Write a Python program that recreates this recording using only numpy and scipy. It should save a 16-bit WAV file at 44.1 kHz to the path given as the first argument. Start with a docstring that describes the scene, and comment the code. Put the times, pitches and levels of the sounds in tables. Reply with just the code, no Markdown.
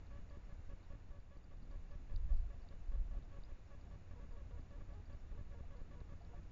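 """A trail camera watches a hedgehog at its food bowl in a still night garden, over rumble and hiss.
From the start the hedgehog makes tiny crunches and the camera's current draw leaks into its microphone:
a soft thump and a short buzz five times a second, with a thin peep on a clock of its own.
After a brief dip in level, low buffets come in at 1.7 s, then faint hollow notes; at 3.4 s a bite squeaks.
From about 4 s on, the buzz sinks to a whine whenever the writing of a picture stalls."""
import sys
import numpy as np
from scipy import signal
from scipy.fft import rfft, irfft
from scipy.io import wavfile
from scipy.ndimage import uniform_filter1d

SR = 44100
rng = np.random.default_rng(int(sys.argv[2]) if len(sys.argv) > 2 else 0)


def put_to_file(sound):
    """Save the sound as 16-bit audio at rate SR, in the file named by the first command-line argument."""
    columns = np.atleast_2d(sound).T  # one column per channel
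    safe = np.clip(columns, -1, 1)
    whole_steps = np.round(safe * 32767)
    wavfile.write(sys.argv[1], SR, whole_steps.astype(np.int16))


N = 287091
TIME = np.arange(N) / SR


def undb(db):
    """Decibels to gain."""
    return 10 ** (np.asarray(db) / 20)


def unit_rms(x):
    """Scale to rms 1."""
    return x / np.sqrt(np.mean(x ** 2))


def automation(points):
    """Join (time_s, value) points by straight ramps."""
    return np.interp(TIME, *np.transpose(points))


def add(out, start_s, sound):
    """Mix a sound into out at start_s."""
    i = max(int(start_s * SR), 0)
    out[i:i + len(sound)] += sound[:max(N - i, 0)]


def resonate(x, hz, width_hz):
    """Two-pole band-pass, gain 1 at the centre."""
    return signal.lfilter(*signal.iirpeak(hz, hz / width_hz, fs=SR), x)


def noise(eq):
    """Noise of rms 1, coloured by (freq_hz, gain_db) points."""
    hz, db = np.transpose(eq)
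    bins_hz = np.maximum(np.fft.rfftfreq(N, 1 / SR), 1)
    gain = undb(np.interp(np.log(bins_hz), np.log(hz), db))
    return unit_rms(irfft(rfft(rng.standard_normal(N)) * gain, N))


def wobble(rate_hz):
    """Random modulator of rms 1: sample and hold, smoothed twice."""
    hold = int(SR / rate_hz)
    steps = np.repeat(rng.standard_normal(N // hold + 1), hold)
    return unit_rms(uniform_filter1d(uniform_filter1d(steps, hold), hold)[:N])


def gate(start_s, end_s, edge_s):
    """Open between start and end, with a fade at each edge."""
    return np.clip(np.minimum(TIME - start_s, end_s - TIME) / edge_s, 0, 1)


def during(events, edge_s):
    """A gate that opens for each (start_s, length_s, ...) event."""
    return sum(gate(start, start + length, edge_s) for start, length, *_ in events)


def note(length_s, hz, fall):
    """A sine that swells and fades while it sinks by the share `fall` of its pitch."""
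    progress = np.linspace(0, 1, int(length_s * SR))
    glide_hz = hz * (1 - fall * (progress - .5))
    return np.sin(np.pi * progress) ** 2 * np.sin(2 * np.pi * np.cumsum(glide_hz) / SR)


# EQ curves of the rumble and the hiss: freq_hz, gain_db
RUMBLE_EQ = [(10, -1), (20, 1.7), (32, 1), (50, -3.5), (65, -6.5), (85, -4), (120, -18), (170, -16.2),
             (215, -24.5), (260, -23), (400, -34.5), (700, -40), (1500, -66)]
HISS_EQ = [(100, -0.5), (500, 1.5), (1000, -4), (1800, -7.5), (2900, -11.4), (3220, -20), (3430, -15),
           (4100, -16.5), (4600, -19), (5100, -20), (6400, -20), (6900, -15), (7300, -25)]
# Fader ride on the rumble: time_s, level_db
RUMBLE_RIDE = [(0, -50.5), (.8, -51.8), (2.5, -50.6), (3.8, -51), (4.6, -50), (5.3, -50.5), (6.5, -48.8)]

def background(waver_db=1.2, hiss_db=-69.2):
    """The bed: wavering low rumble and smooth microphone hiss."""
    rumble = noise(RUMBLE_EQ) * undb(automation(RUMBLE_RIDE) + waver_db * wobble(9))
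    return rumble + noise(HISS_EQ) * undb(hiss_db)


# Sub-heavy EQ curve of the buffets: freq_hz, gain_db
BUFFET_EQ = [(12, -5), (20, 3.5), (42, -1.5), (70, -11), (100, -19.5), (160, -41), (300, -77), (2000, -120)]
# Low buffets on the housing: peak_s, level_db
BUFFET_HITS = [(1.705, -49), (1.925, -47), (2.13, -36), (2.23, -36), (2.32, -29.3), (2.41, -41),
               (2.56, -47), (2.78, -47), (2.89, -37.5), (2.965, -35.8), (3.11, -44.5), (3.23, -49.5),
               (3.42, -48.5)]

def buffets(attack_s=.025, hold_s=.05, decay_s=.042):
    """Deep, dull knocks that swell, hold and die away, perhaps the animal jostling the camera's stand."""
    shake = noise(BUFFET_EQ)
    shake = shake / np.sqrt(uniform_filter1d(shake ** 2, SR // 12))  # levelled before the envelopes
    power = 0
    for peak_s, db in BUFFET_HITS:
        attack = np.clip(1 + (TIME - peak_s) / attack_s, 0, 1)
        release = np.exp(-np.maximum(TIME - peak_s - hold_s, 0) / decay_s)
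        power = power + (undb(db) * attack * release) ** 2
    return shake * np.sqrt(power)


# Faint hollow notes: start_s, pitch_hz, level_db
HOLLOW_CUES = [(2.31, 685, -65.5), (2.42, 695, -70.5), (2.516, 690, -69.5), (2.635, 690, -67.5),
               (2.785, 690, -70), (2.815, 695, -72), (3.04, 690, -71.5), (3.127, 690, -69),
               (3.228, 710, -69), (3.852, 700, -69.5), (4.914, 675, -65), (5.523, 705, -66.5),
               (5.617, 695, -64), (6.193, 690, -65.5), (6.229, 685, -70), (6.32, 711, -60.5)]

def hollow_notes(length_s=.049, fall=.069, upper_ratio=1.2, upper_db=-10.5):
    """Two close resonances swell and fade together, perhaps the bowl as it is nudged."""
    out = np.zeros(N)
    for start_s, hz, db in HOLLOW_CUES:
        upper = undb(upper_db) * note(length_s, hz * upper_ratio, fall)
        add(out, start_s, undb(db) * (note(length_s, hz, fall) + upper))
    return out


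# Peeps on a 0.216 s beat, with gaps: start_s, level_db
PEEP_CUES = [(.211, -88), (.436, -88), (.649, -84.5), (.862, -85.5), (1.08, -88), (1.93, -87),
             (2.147, -86.5), (2.362, -84.5), (2.584, -85), (2.798, -85), (3.015, -89), (3.231, -87),
             (3.445, -87), (3.658, -86), (3.878, -86), (4.095, -88.5), (5.173, -83), (6.036, -86),
             (6.25, -84.5), (6.464, -86)]

def peeps(length_s=.036, pitch_hz=5470):
    """Thin peeps of one pitch, probably from the camera's electronics."""
    out = np.zeros(N)
    for start_s, db in PEEP_CUES:
        add(out, start_s, undb(db) * note(length_s, pitch_hz, fall=.022))
    return out


def squeak(start_s=3.444, length_s=.018, pitch_hz=4940, level_db=-71):
    """One bite ends in a tiny high squeak as the food gives way."""
    out = np.zeros(N)
    add(out, start_s, undb(level_db) * note(length_s, pitch_hz, fall=.053))
    return out


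# Cracks and soft smacks of the hedgehog feeding: start_s, peak_db, brightness_hz, crumble_s
BITES = [(.0667, -67.5, 3930, .0015), (.2977, -65.5, 4250, .001), (.829, -69.5, 4150, .008),
         (1.1992, -71, 4700, .003), (1.3695, -70, 4850, .002), (1.439, -69, 4950, .003),
         (1.5703, -71, 4200, .001), (1.6202, -70, 4650, .006), (1.712, -68.5, 4900, .003),
         (1.9116, -72.5, 4900, .003), (2.1375, -69, 4650, .0015), (2.1607, -50.5, 4300, .0003),
         (2.3236, -72.5, 4650, .002), (2.3376, -66, 4300, .001), (2.367, -71.5, 4700, .004),
         (2.4034, -72, 4200, .002), (2.618, -70.5, 4750, .008), (2.6876, -58, 4150, .0003),
         (2.8799, -72, 4600, .002), (3.2241, -68.5, 3750, .0015), (3.4356, -57.5, 4300, .0005),
         (3.8107, -68, 4850, .002), (4.3221, -72.5, 4970, .002), (4.6064, -71.5, 4700, .002),
         (4.7062, -70.5, 4400, .001), (4.9357, -72.5, 4600, .002), (5.0549, -70.5, 5000, .003),
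         (5.1262, -70, 5000, .003), (5.7653, -71.5, 4600, .003), (5.8047, -69.5, 4000, .001),
         (6.0038, -64, 4250, .0005), (6.2173, -69.5, 4900, .002), (6.2487, -64.5, 3950, .0005),
         (6.4333, -67.5, 4300, .001)]
# High resonances that each bite rings: centre_hz, width_hz, gain_db
BITE_RESONANCES = [(3750, 300, -1), (4130, 450, -1.5), (4610, 200, 3.5)]

def crunches(splinter_gain=.066, band_hz=1200, top_hz=4950):
    """Food snaps, then splinters swell and fade: briefly for a crack, longer for a soft smack."""
    out, t = np.zeros(N), TIME[:SR // 15]
    for start_s, db, bright_hz, crumble_s in BITES:
        crumble = t / crumble_s * np.exp(1 - t / crumble_s)
        splinters = splinter_gain * rng.standard_normal(len(t)) * crumble
        edges_hz = [bright_hz - band_hz / 2, min(bright_hz + band_hz / 2, top_hz)]
        band = signal.butter(4, edges_hz, "band", fs=SR, output="sos")
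        snap = signal.sosfilt(band, (t == 0) + splinters)
        ring = sum(undb(gain_db) * resonate(snap, hz, width) for hz, width, gain_db in BITE_RESONANCES)
        add(out, start_s, undb(db) * ring / np.abs(ring).max())
    return out


def supply_ripple(hz, partials):
    """The tone of whine and buzz: a train of narrow dips in the supply, one per block of data."""
    phase = 2 * np.pi * np.cumsum(hz) / SR
    return unit_rms(sum(-undb(db) * np.cos(harmonic * phase) for harmonic, db in partials))


# Stalls in the long writes, where data slows and less current flows: start_s, length_s, pitch_hz
WRITE_STALLS = [(4.162, 0.036, 482), (4.323, 0.042, 480), (4.521, 0.053, 474), (4.765, 0.019, 475),
                (4.784, .022, 405), (4.946, 0.063, 414), (5.326, .026, 412), (5.353, .024, 475),
                (5.547, .039, 482), (5.751, 0.04, 480), (5.957, 0.05, 478), (6.293, 0.053, 470)]
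# Timbre of the whine: harmonic, gain_db
WHINE_PARTIALS = [(1, 0.5), (2, -5), (3, -12.5)]

def whine(level_db=-68, jitter=.018, overlap_s=.006):
    """In a stall the slower blocks make a thinner, lower tone than the buzz."""
    waver = 1 + jitter * wobble(70)
    out = np.zeros(N)
    for start_s, length_s, hz in WRITE_STALLS:
        envelope = gate(start_s - overlap_s, start_s + length_s + overlap_s, edge_s=.007)
        out += envelope * supply_ripple(hz * waver, WHINE_PARTIALS)
    return undb(level_db) * out


# Bursts of current as the camera stores pictures: start_s, length_s, end_surge_x_load, buzz_trim_db
WRITE_BURSTS = [(.109, .082, .9, .5), (.307, .066, 1.5, .5), (.492, .035, .87, .5), (.692, .043, 1, .3),
                (.903, .051, .9, .3), (1.105, .083, .8, -.5), (1.308, .062, .9, .5), (1.509, .031, .2, 1.2),
                (1.708, .051, .6, 1.2), (1.908, .048, .6, .6), (2.096, .044, 1.1, .3),
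                (2.29, .048, .4, -.3), (2.501, .044, .5, -.5), (2.709, .031, .34, .8),
                (2.918, .041, .4, .6), (3.111, .078, 1.1, .4), (3.316, .071, 1.4, .3), (3.492, .03, .5, .6),
                (3.707, .044, .5, -.3), (3.911, .049, .9, .3), (4.11, .028, .3, .5), (4.162, .09, .43, .3),
                (4.307, .112, .68, -.6), (4.509, .087, 1.3, .3), (4.709, .113, 1.4, -.3),
                (4.89, .11, .57, .3), (5.096, .054, 1.1, -.3), (5.314, .098, 1.3, -.4),
                (5.511, .098, 1.5, .4), (5.707, .11, 1.4, .3), (5.909, .108, 1.5, .4),
                (6.092, .046, .9, .3), (6.291, .106, .9, -.3)]
# Timbre of the buzz: harmonic, gain_db
BUZZ_PARTIALS = [(1, 2.3), (2, -2.9), (3, -8), (4, -21), (5, -26.5), (6, -23)]

def buzz(pitch_hz=568, level_db=-67, jitter=.0138, flutter_db=1.8,
         grit_db=-7.2, inrush_db=-5, inrush_s=.004):
    """The inrush opens each write with a spit of noise; data blocks follow at a slightly uneven pace."""
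    envelope, inrush = np.zeros(N), np.zeros(N)
    for start_s, length_s, _, trim_db in WRITE_BURSTS:
        envelope += undb(trim_db) * gate(start_s, start_s + length_s, edge_s=.0013)
        add(inrush, start_s, undb(trim_db + inrush_db) * np.exp(-TIME[:SR // 30] / inrush_s))
    envelope *= 1 - during(WRITE_STALLS, edge_s=.002)
    tone = supply_ripple(pitch_hz * (1 + jitter * wobble(220)), BUZZ_PARTIALS)
    tone *= undb(flutter_db * wobble(160))
    grit = noise([(100, -3), (400, 3), (1200, -5.5), (2500, -9.5), (6000, -26.5)])
    return undb(level_db) * (envelope * tone + (undb(grit_db) * envelope + inrush) * grit)


# Hiccups, where the current cuts out for an instant in mid-write: start_s, depth_x_load
WRITE_HICCUPS = [(.716, 1.3), (.935, 2.2), (2.322, 1.3), (2.939, 1.1), (3.17, 1.6), (3.939, 1.3),
                 (4.238, 1.4), (4.922, 1.6), (5.133, 1.4), (5.392, 2.3), (6.122, 1.7), (6.379, 1.5)]

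def thumps(gain_db=-42.5, body_db=-1, tick_db=-13.3, surge_s=.0033, hiccup_s=.0028, stall_relief=.9):
    """Each write sags the supply, and every step in the load swings the microphone's coupling circuit."""
    load = np.zeros(N)
    for start_s, length_s, surge, _ in WRITE_BURSTS:
        remaining_s = np.arange(int(length_s * SR))[::-1] / SR
        add(load, start_s, 1 + surge * np.exp(-remaining_s / surge_s))
    for start_s, depth in WRITE_HICCUPS:
        add(load, start_s, -depth * np.exp(-TIME[:SR // 30] / hiccup_s))
    load -= stall_relief * during(WRITE_STALLS, edge_s=.001)
    load = uniform_filter1d(load, size=28)  # the supply capacitor rounds each step
    sub = resonate(load, hz=23, width_hz=20)
    body = undb(body_db) * resonate(load, hz=58, width_hz=75)
    tick = undb(tick_db) * resonate(load, hz=260, width_hz=330)
    return undb(gain_db) * (sub + body + tick)


# Fader ride on the whole mix: time_s, gain_db
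MASTER_RIDE = [(0, -.5), (.9, -1), (1.25, -4), (1.55, -3.2), (1.8, -1)]

def scene(note_flutter_db=2.4):
    """Everything meets in one microphone; the level dips briefly early on."""
    camera = thumps() + buzz() + whine()
    notes = (hollow_notes() + peeps() + squeak()) * undb(note_flutter_db * wobble(250))
    mix = camera + notes + crunches() + buffets() + background()
    return (mix * undb(automation(MASTER_RIDE)))[None]


def record(dry, cutoff_hz=7350):
    """The camera cuts off the top end with a steep low-pass."""
    return signal.sosfilt(signal.ellip(10, .2, 70, cutoff_hz, fs=SR, output="sos"), dry)


dry = scene()
out = record(dry)
put_to_file(out)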